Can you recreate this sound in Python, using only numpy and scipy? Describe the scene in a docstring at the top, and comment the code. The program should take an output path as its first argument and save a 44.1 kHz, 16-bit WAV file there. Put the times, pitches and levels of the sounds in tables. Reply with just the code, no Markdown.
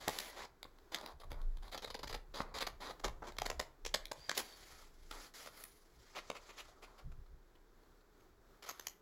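"""Scissors cut thick paper close to a small microphone: fibres part in short crunchy bursts of crackle.
Between cuts the sheet rubs, knocks and ticks; a faint squeak of gliding noise sounds as the blades open.
The freed sheet then rustles in the hand, crackles lower as it is turned, ticks at rest, and last snaps.
A hard surface two metres away echoes each burst and a small room rings briefly, both as decaying noise.
Throughout, low rumble of band-passed noise swells over a faint shaped hiss."""
import sys
import numpy as np
from scipy import signal
from scipy.fft import rfft, irfft, next_fast_len
from scipy.io import wavfile
from scipy.ndimage import uniform_filter1d, map_coordinates

SR = 44100
rng = np.random.default_rng(int(sys.argv[2]) if len(sys.argv) > 2 else 0)


def unload_wav(signal):
    """Save mono or channel-first audio to the path in sys.argv[1] as 16-bit WAV at rate SR, clipped to [-1, 1]."""
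    wavfile.write(
        sys.argv[1],
        SR,
        np.round(np.clip(np.atleast_2d(signal).T, -1, 1) * 32767).astype(np.int16),
    )


def nominal_scale(level):
    """Amplitude ratio for a level in decibels (scalar or array-like)."""
    x = np.asarray(level, float) / 20
    return 10 ** x


N = 397341

# flexing of the sheet: f/Hz, density/dB per Hz
SHEET_SPECTRUM = [(88, -41.5), (150, -10), (257, -5), (461, 0.5), (1070, 1), (2200, -18), (2860, -32),
                  (4840, -120)]
# tearing fibres and blades: f/Hz, density/dB per Hz
RASP_SPECTRUM = [(1200, -26), (1700, -6), (2100, -2), (2700, -8.5), (3200, -3), (4900, -5), (5400, -7.5),
                 (7300, -10), (8400, -17.5), (10500, -43)]
# finest fibres: f/Hz, density/dB per Hz
SIZZLE_SPECTRUM = [(8000, -34.5), (8900, -2.5), (10300, -4), (13000, -10.5), (15700, -12), (16600, -48)]
# higher flexing of the freed sheet, held flat: f/Hz, width/Hz, gain/dB
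FREED_RING = (1360, 210, 8)
# share of the finest fibres: t/s, sizzle/dB re rasp
SIZZLE_SHARE = [(0.0, -11), (0.09, -3.5), (0.21, -5.5), (0.34, -12.5), (0.94, -13), (1.06, -8), (1.5, -5.5),
                (1.8, -13), (3.95, -13.5), (4.06, -10), (4.25, -11), (4.29, -21), (4.38, -5.5),
                (5.11, -7.5), (5.53, -5), (5.63, 5), (6.15, -15), (6.9, -11), (8.65, -10), (8.72, -4.5),
                (8.88, -5.5)]
# band in which the blades gripping the sheet ring: t/s, f/Hz
GRIP_BAND = [(0.6, 4000), (1.86, 3950), (1.93, 4300), (2.95, 3940)]
# dull knocks of the buckling sheet: t/s, length/ms, sheet level/dB
BUCKLES = [(0.075, 5.6, -34.5), (0.088, 1.24, -29), (0.649, 6.9, -50.5), (2.403, 3.4, -28.5),
           (3.22, 10.2, -44), (4.287, 4.3, -48.5), (4.113, 3.3, -40), (6.3, 1.47, -35)]

FREED_S = 4.9  # the scissors leave the sheet
CRISP_S = 8.5  # the last snaps follow


def unit(x):
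    """Scale to rms 1."""
    return x / np.sqrt(np.mean(x ** 2) + 1e-20)


def along(points, hz):
    """Interpolate (Hz, value) points on a log frequency axis."""
    f, value = np.transpose(points)
    return np.interp(np.log(hz + 1), np.log(f + 1), value)


def curves(rows):
    """One value per sample for each column after the time."""
    s, *columns = np.transpose(rows)
    t_s = np.arange(N) / SR
    return [np.interp(t_s, s, column) for column in columns]


def wobble(rate_hz, count=N):
    """A smooth random curve, rate_hz knots a second."""
    knots = rng.standard_normal(int(count * rate_hz / SR) + 4)
    return map_coordinates(knots, [np.arange(count) * rate_hz / SR])


def response(spectrum, *rings):
    """Minimum-phase impulse response of energy 1; rings raise or lower bands (Hz, width Hz, dB)."""
    size = 4096
    hz = np.fft.rfftfreq(size, 1 / SR)
    ring_db = sum(db * np.exp(-((hz - centre_hz) / width_hz) ** 2) for centre_hz, width_hz, db in rings)
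    gain = nominal_scale(np.maximum(along(spectrum, hz), -90) + ring_db)
    cepstrum = irfft(np.log(gain))
    cepstrum[1:size // 2] *= 2  # fold onto positive time: causal
    cepstrum[size // 2 + 1:] = 0
    out = irfft(np.exp(rfft(cepstrum)))[:size // 4]
    return out / np.linalg.norm(out)


def hiss():
    """Room tone and microphone noise: shaped white noise of slowly wandering level."""
    # f/Hz, density/dB per Hz
    hiss_spectrum = [(45, -25), (80, -15.5), (220, -14), (400, -7.5), (540, -16.5), (1460, -18.5),
                     (2800, -32.5), (3700, -29), (7000, -33.5), (10500, -37), (15800, -36)]
    level_db = -70.5 + 1.76 * wobble(6.8)
    return nominal_scale(level_db) * signal.fftconvolve(rng.standard_normal(N), response(hiss_spectrum))[:N]


def noise_band(low_hz, top_hz):
    """Band-passed white noise of rms 1."""
    sos = signal.butter(2, [low_hz, top_hz], "band", fs=SR, output="sos")
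    return unit(signal.sosfilt(sos, rng.standard_normal(N)))


def rumble():
    """Low, lumpy rumble at the microphone: an evened noise throb, and thuds in two bands."""
    # t/s, throb level/dB, thud share/dB re throb
    rumble_course = [(0.0, -64.5, -7.5), (1.0, -67, -9), (1.19, -56, -22), (1.28, -50, -7.5),
                     (1.47, -35.5, -30), (1.78, -57.5, -17), (2.04, -58, -7), (2.14, -46.5, -6.5),
                     (2.26, -56.5, -15), (2.65, -53, -14), (3.01, -66, -7), (3.07, -40, -26),
                     (3.25, -59, -11), (3.5, -49, -10), (3.76, -72, -5), (3.86, -46, -19.5),
                     (4.29, -72.5, -4), (5.19, -57, -15.5), (5.27, -70.5, -7), (7.02, -65.5, -15),
                     (7.05, -46.5, -2.5), (7.5, -66.5, -13), (9.01, -73.5, -6.5)]
    db, thud_db = curves(rumble_course)
    thud = noise_band(52.4, 68.8) + nominal_scale(-6.5) * noise_band(96.0, 149.6)
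    throb = noise_band(21.04, 33.5)
    envelope = abs(signal.hilbert(throb))
    throb = unit(throb / np.sqrt(envelope + 0.107))  # evens the swells
    return nominal_scale(db) * (throb + nominal_scale(thud_db + 4.8 * wobble(25)) * thud)


def answer():
    """Impulse response: smeared slaps from a hard surface, and a tail dying by frequency."""
    # reverberation: f/Hz, t60/s
    decay = [(200, 0.44), (1000, 0.4), (5000, 0.22), (14000, 0.29)]
    # slaps: delay/s, level/dB re direct
    slaps = [(.0133, -11.5), (.027, -21)]
    hz, t_s, z = signal.stft(rng.standard_normal(SR // 3), SR, nperseg=256)
    fade_db = -60 * t_s / along(decay, hz)[:, None]
    tail = signal.istft(z * nominal_scale(fade_db), SR, nperseg=256)[1]
    out = nominal_scale(-11.5) * np.pad(tail / np.linalg.norm(tail), (round(0.003 * SR), 0))
    smear_s = np.arange(SR // 200) / SR
    for delay_s, db in slaps:
        slap = rng.standard_normal(len(smear_s)) * nominal_scale(-60 * smear_s / 0.0013)
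        out[round(delay_s * SR):][:len(slap)] += nominal_scale(db) * slap / np.linalg.norm(slap)
    return out


def room(x):
    """Echoes and tail of a small room, drawn afresh each tenth of a second so no noise pattern repeats."""
    wet, step = np.zeros(N + SR), SR // 10
    for start in range(0, N, step):
        part = signal.fftconvolve(x[start:start + step], answer())
        wet[start:start + len(part)] += part
    return wet[:N]


def pivot():
    """A faint, hazy squeak as the blades open: a narrow band of noise on a gliding pitch."""
    # t/s, level/dB, f/Hz
    squeak = [(4.15, -100, 4527), (4.19, -72, 4600), (4.25, -59, 4780), (4.29, -67, 4700),
              (4.44, -65, 4650), (4.54, -65, 4520), (4.62, -100, 4500)]
    db, hz = curves(squeak)
    carrier = np.exp(2j * np.pi * np.cumsum(hz) / SR)
    haze = wobble(320) + 1j * wobble(320)
    return nominal_scale(db) * np.real(carrier * haze)


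def crackle(count, spiky_db, clump_db, stutter_db):
    """Breaking fibres: tiny uneven impulses, bunched as the paper holds and gives way."""
    bunching_db = clump_db * wobble(443.2, count) + stutter_db * wobble(75.3, count)
    spikes_db = spiky_db * np.minimum(rng.exponential(size=count), 4.5)
    return nominal_scale(spikes_db + bunching_db) * rng.standard_normal(count)


def rustle():
    """The freed sheet in the hand: a soft unbroken crackle through sheet, blades and fibres."""
    # t/s, rasp level/dB, sheet/dB re rasp
    rustle_course = [(4.42, -100, -5), (4.45, -66.5, -9.5), (4.8, -65, -1), (4.9, -78, -8), (5.1, -73, -15),
                     (5.125, -59, 2.5), (5.27, -59.5, -4), (5.335, -99, 4), (5.339, -56, -8),
                     (5.53, -67.5, -2), (5.575, -60, -5), (5.65, -66.5, 0.5), (5.69, -73, -13),
                     (5.94, -77.5, -23), (6.0, -70, -9), (6.15, -68, -3), (6.68, -68.5, 1),
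                     (6.76, -81, 8.5), (7.0, -77, 12.5), (7.06, -100, 3)]
    # weak band of the rasp: f/Hz, width/Hz, gain/dB
    hollow_band = (3000, 1500, -6)
    db, sheet_db = curves(rustle_course)
    sizzle_db, = curves(SIZZLE_SHARE)
    force = nominal_scale(db) * unit(crackle(N, spiky_db=1.0, clump_db=0.0, stutter_db=2.5))
    layers = [(sheet_db, response(SHEET_SPECTRUM, FREED_RING)),
              (0, response(RASP_SPECTRUM, hollow_band)),
              (sizzle_db, response(SIZZLE_SPECTRUM))]
    return sum(signal.fftconvolve(nominal_scale(share_db) * force, body)[:N] for share_db, body in layers)


def pushes():
    """The buckling sheet shoves the air: one smooth pulse as long as the knock, high-passed."""
    out = np.zeros(N)
    for s, ms, db in BUCKLES:
        count = round(ms * SR / 1000)
        out[round(s * SR):][:count] += nominal_scale(db - 6) * np.hanning(count)
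    return signal.sosfilt(signal.butter(1, 40, "high", fs=SR, output="sos"), out)


def is_gripped(s):
    """Whether the blades grip the sheet at s."""
    return GRIP_BAND[0][0] < s < GRIP_BAND[-1][0]


def stroke_force(s, ms, slip):
    """Force envelope: slips and blade rubs rise and stop quickly, hand rubs swell and fade gently."""
    by_hand = FREED_S < s < CRISP_S and not slip
    swell_share = 0.3 if by_hand else 0.076
    rise_ms = min(1.613, 0.55 * ms) + swell_share * ms  # tension builds
    fall_ms = 1.4 + swell_share * ms  # and lets go
    t_ms = np.arange(round((ms + fall_ms) * SR / 1000)) * 1000 / SR
    shape = np.clip(t_ms / rise_ms, 0, 1) * np.clip((ms + fall_ms - t_ms) / fall_ms, 0, 1)
    if by_hand:
        shape = shape ** 2  # a hand swells and fades more gently than a blade
    if slip:
        sag_db = 6.5 if is_gripped(s) else 2
    else:
        sag_db = 0 if by_hand else 2
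    return shape * nominal_scale(-sag_db * t_ms / ms)


def stroke_bodies(s, slip, resting_hz):
    """Responses of sheet, rasp and sizzle at s; grip, handling and rest raise their own bands."""
    # blades gripping the sheet, narrow band: f/Hz, width/Hz, gain/dB
    grip_edge = (4860, 180, 4.5)
    # lower crackle of the sheet turned in the hand: from/s, to/s, f/Hz, width/Hz, gain/dB
    turned_sheet = (6.1, 7.05, 2500, 680, 7.8)
    sheet_rings = [FREED_RING] if s > FREED_S else []
    rasp_rings, sizzle_rings = [], []
    if s > CRISP_S and slip:  # two bright bands (Hz, width Hz, dB)
        rasp_rings, sizzle_rings = [(6500, 730, 15)], [(12900, 1200, 19)]
    if s in resting_hz:
        rasp_rings = [(resting_hz[s], 500, 12)]
    if is_gripped(s):
        rasp_rings = [(np.interp(s, *np.transpose(GRIP_BAND)), 750, 7), grip_edge]
    if turned_sheet[0] < s < turned_sheet[1]:
        rasp_rings = [turned_sheet[2:]]
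    return np.array([response(SHEET_SPECTRUM, *sheet_rings), response(RASP_SPECTRUM, *rasp_rings),
                     response(SIZZLE_SPECTRUM, *sizzle_rings)])


def strokes():
    """Slips, rubs, knocks and ticks: bursts of crackle, each through sheet, blades and fibres."""
    # slips of the blades and snapping creases: t/s, length/ms, rasp level/dB, sheet/dB re rasp
    slips = [(0.08, 2.25, -28.5, -20), (0.186, 3.5, -34, -12), (0.197, 5.3, -46.5, -2),
             (0.203, 1.7, -38, -11), (0.629, 1.74, -36, -8), (0.945, 1.16, -25, -13),
             (0.948, 1.7, -30.5, -12), (1.06, 2.8, -39.5, -2.5), (1.316, 2.5, -46, 6.5),
             (1.743, 13, -48.5, 4.5), (1.775, 9.1, -43.5, -2), (1.819, 22, -51, 0), (1.844, 5.9, -41, 0),
             (1.872, 14, -52.5, 2), (1.9, 12.6, -47, -0.5), (1.942, 11.6, -43, 2), (1.99, 11.3, -51, 1),
             (2.03, 14.5, -45, 2), (2.072, 9.5, -45, -5), (2.093, 25, -49, 1), (2.126, 9.4, -43.5, -3),
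             (2.141, 13.2, -43, 3), (2.54, 7.7, -47, 4), (2.584, 5.5, -37.5, -4), (2.623, 2.7, -40.5, 7),
             (2.666, 10.4, -38, 2), (2.994, 9.5, -56.5, 0.5), (3.042, 10.5, -39, 1.5),
             (3.079, 6, -46.5, 3.5), (3.384, 3.9, -34.5, -5.5), (3.417, 3.25, -36, 4),
             (3.454, 4.2, -44, -1), (3.459, 7.7, -37, -2), (3.499, 5.7, -37.5, 0.5),
             (3.594, 7.6, -36, -0.5), (3.849, 4.1, -40.5, -4.5), (3.86, 9.3, -40, -3),
             (3.94, 8.3, -29.5, -4.5), (4.054, 2.5, -40, -35), (4.114, 6.2, -41.5, 2.5),
             (4.293, 3.54, -28.5, -4.5), (4.314, 1.03, -32, 0), (4.366, 13, -46.5, 0.5),
             (4.375, 4.3, -29.5, -11), (5.109, 7.2, -47.5, 2.5), (5.459, 3.6, -53, 5),
             (5.471, 5.3, -54.5, 8), (5.637, 3.5, -47, -10), (6.3, 3.1, -38.5, 6.5), (8.689, 2.8, -41, -2),
             (8.693, 4.6, -43.5, 1), (8.71, 3.9, -48.5, 1), (8.795, 3.4, -43, -5), (8.868, 3, -34.5, -11)]
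    # longer rubs and tears: t/s, length/ms, rasp level/dB, sheet/dB re rasp
    rubs = [(0.0, 73, -56, -1.5), (0.07, 118, -52, -3.5), (0.19, 114, -53.5, -3), (0.305, 65, -62, 2.5),
            (0.361, 93, -55, 3.5), (0.917, 41, -52.5, 0.5), (0.96, 56, -63, 8), (1.021, 100, -64.5, 11),
            (1.197, 25, -62, 4), (1.233, 12, -65, 9.5), (1.302, 29, -62, 6), (1.33, 112, -82, 19),
            (1.62, 80, -67, 5), (1.715, 37, -51.5, -2), (2.337, 83, -51.5, 3.5), (2.429, 100, -78.5, 19),
            (2.547, 33, -48, 2), (2.604, 26.3, -41, -2), (2.8, 114.5, -53.5, 4.5), (3.035, 29, -52, 7),
            (3.235, 70, -63.5, 11), (3.267, 27, -56, -1), (4.132, 620, -65.5, -4), (4.347, 18, -49, -16),
            (4.378, 26.8, -41, -4), (5.36, 125, -63.5, -6), (6.142, 48.4, -51, 1.5), (6.34, 33, -56.5, 3.5),
            (6.485, 25, -60, 2), (6.566, 42, -52.5, -6), (6.815, 34, -59, -0.5), (6.973, 26, -66, -5),
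            (8.623, 9.9, -55, -2), (8.636, 16, -56, 1), (8.658, 53, -55.5, -2), (8.712, 200, -69, -1.5)]
    # ticks of the relaxing sheet: t/s, rasp level/dB
    relaxing = [(0.785, -62), (0.984, -49), (1.01, -50.5), (1.414, -59.5), (1.57, -57.5), (1.63, -58.5),
                (1.679, -54), (3.32, -55.5), (3.366, -54), (4.721, -60)]
    # ticks of the sheet at rest, each in its own band: t/s, rasp level/dB, f/Hz
    resting = [(7.114, -67.5, 2600), (7.256, -78, 4320), (7.549, -72, 2950), (7.826, -75, 4500),
               (8.004, -79, 4200), (8.2, -74.5, 6500)]
    resting_hz = {s: hz for s, _, hz in resting}
    knock_rasp_db = -24.5  # re sheet
    others = list(rubs) + [(s, ms, db + knock_rasp_db, -knock_rasp_db) for s, ms, db in BUCKLES]
    others += [(s, 3.6, db, 0) for s, db in relaxing]
    others += [(s, 10.8, db, 0) for s, db, _ in resting]
    events = [(True, *row) for row in slips] + [(False, *row) for row in others]
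    out = np.zeros(N + SR)
    for slip, s, ms, rasp_db, sheet_db in events:
        shape = stroke_force(s, ms, slip)
        force = shape * crackle(len(shape), spiky_db=3.0, clump_db=1.5, stutter_db=0.5)
        parts = signal.fftconvolve(force[None], stroke_bodies(s, slip, resting_hz), axes=1)
        sizzle_db = np.interp(s, *np.transpose(SIZZLE_SHARE))
        levels = nominal_scale(rasp_db + np.array([sheet_db, 0, sizzle_db])) * np.linalg.norm(shape)
        sound = (levels / np.linalg.norm(parts, axis=1)) @ parts
        out[round(s * SR):][:len(sound)] += sound
    return out[:N]


def patchy_colour(x, patchy_db):
    """Smooth random gains over time and frequency make the crackle uneven."""
    z = signal.stft(x, nperseg=128)[2]
    field = uniform_filter1d(rng.standard_normal(z.shape), size=3, axis=0)
    field = uniform_filter1d(field, size=16, axis=1)
    gain_db = patchy_db * unit(field) - 0.14 * patchy_db ** 2  # offsets the power the patches add
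    return signal.istft(z * nominal_scale(gain_db), nperseg=128)[1][:N]


def paper():
    """Strokes and rustle in patchy colour, plus the pushes of the sheet on the air."""
    return patchy_colour(strokes() + rustle(), patchy_db=1.5) + pushes()


def scene():
    """Paper and scissors in the room, over rumble and hiss."""
    near = paper() + pivot()
    return (near + room(near) + rumble() + hiss())[None]


def roll_off(x):
    """The treble ends steeply here."""
    return signal.sosfilt(signal.butter(12, 16650, fs=SR, output="sos"), x)


def record(dry):
    """The microphone port dips in the treble: a Gaussian notch in dB."""
    # f/Hz, width/Hz, gain/dB
    port_dip = (8990, 585, -12.5)
    centre_hz, width_hz, db = port_dip
    size = next_fast_len(N)
    hz = np.fft.rfftfreq(size, 1 / SR)
    dip = nominal_scale(db * np.exp(-((hz - centre_hz) / width_hz) ** 2))
    mix = irfft(rfft(dry, size) * dip, size)[:, :N]
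    return roll_off(mix)


dry = scene()
out = record(dry)
unload_wav(out)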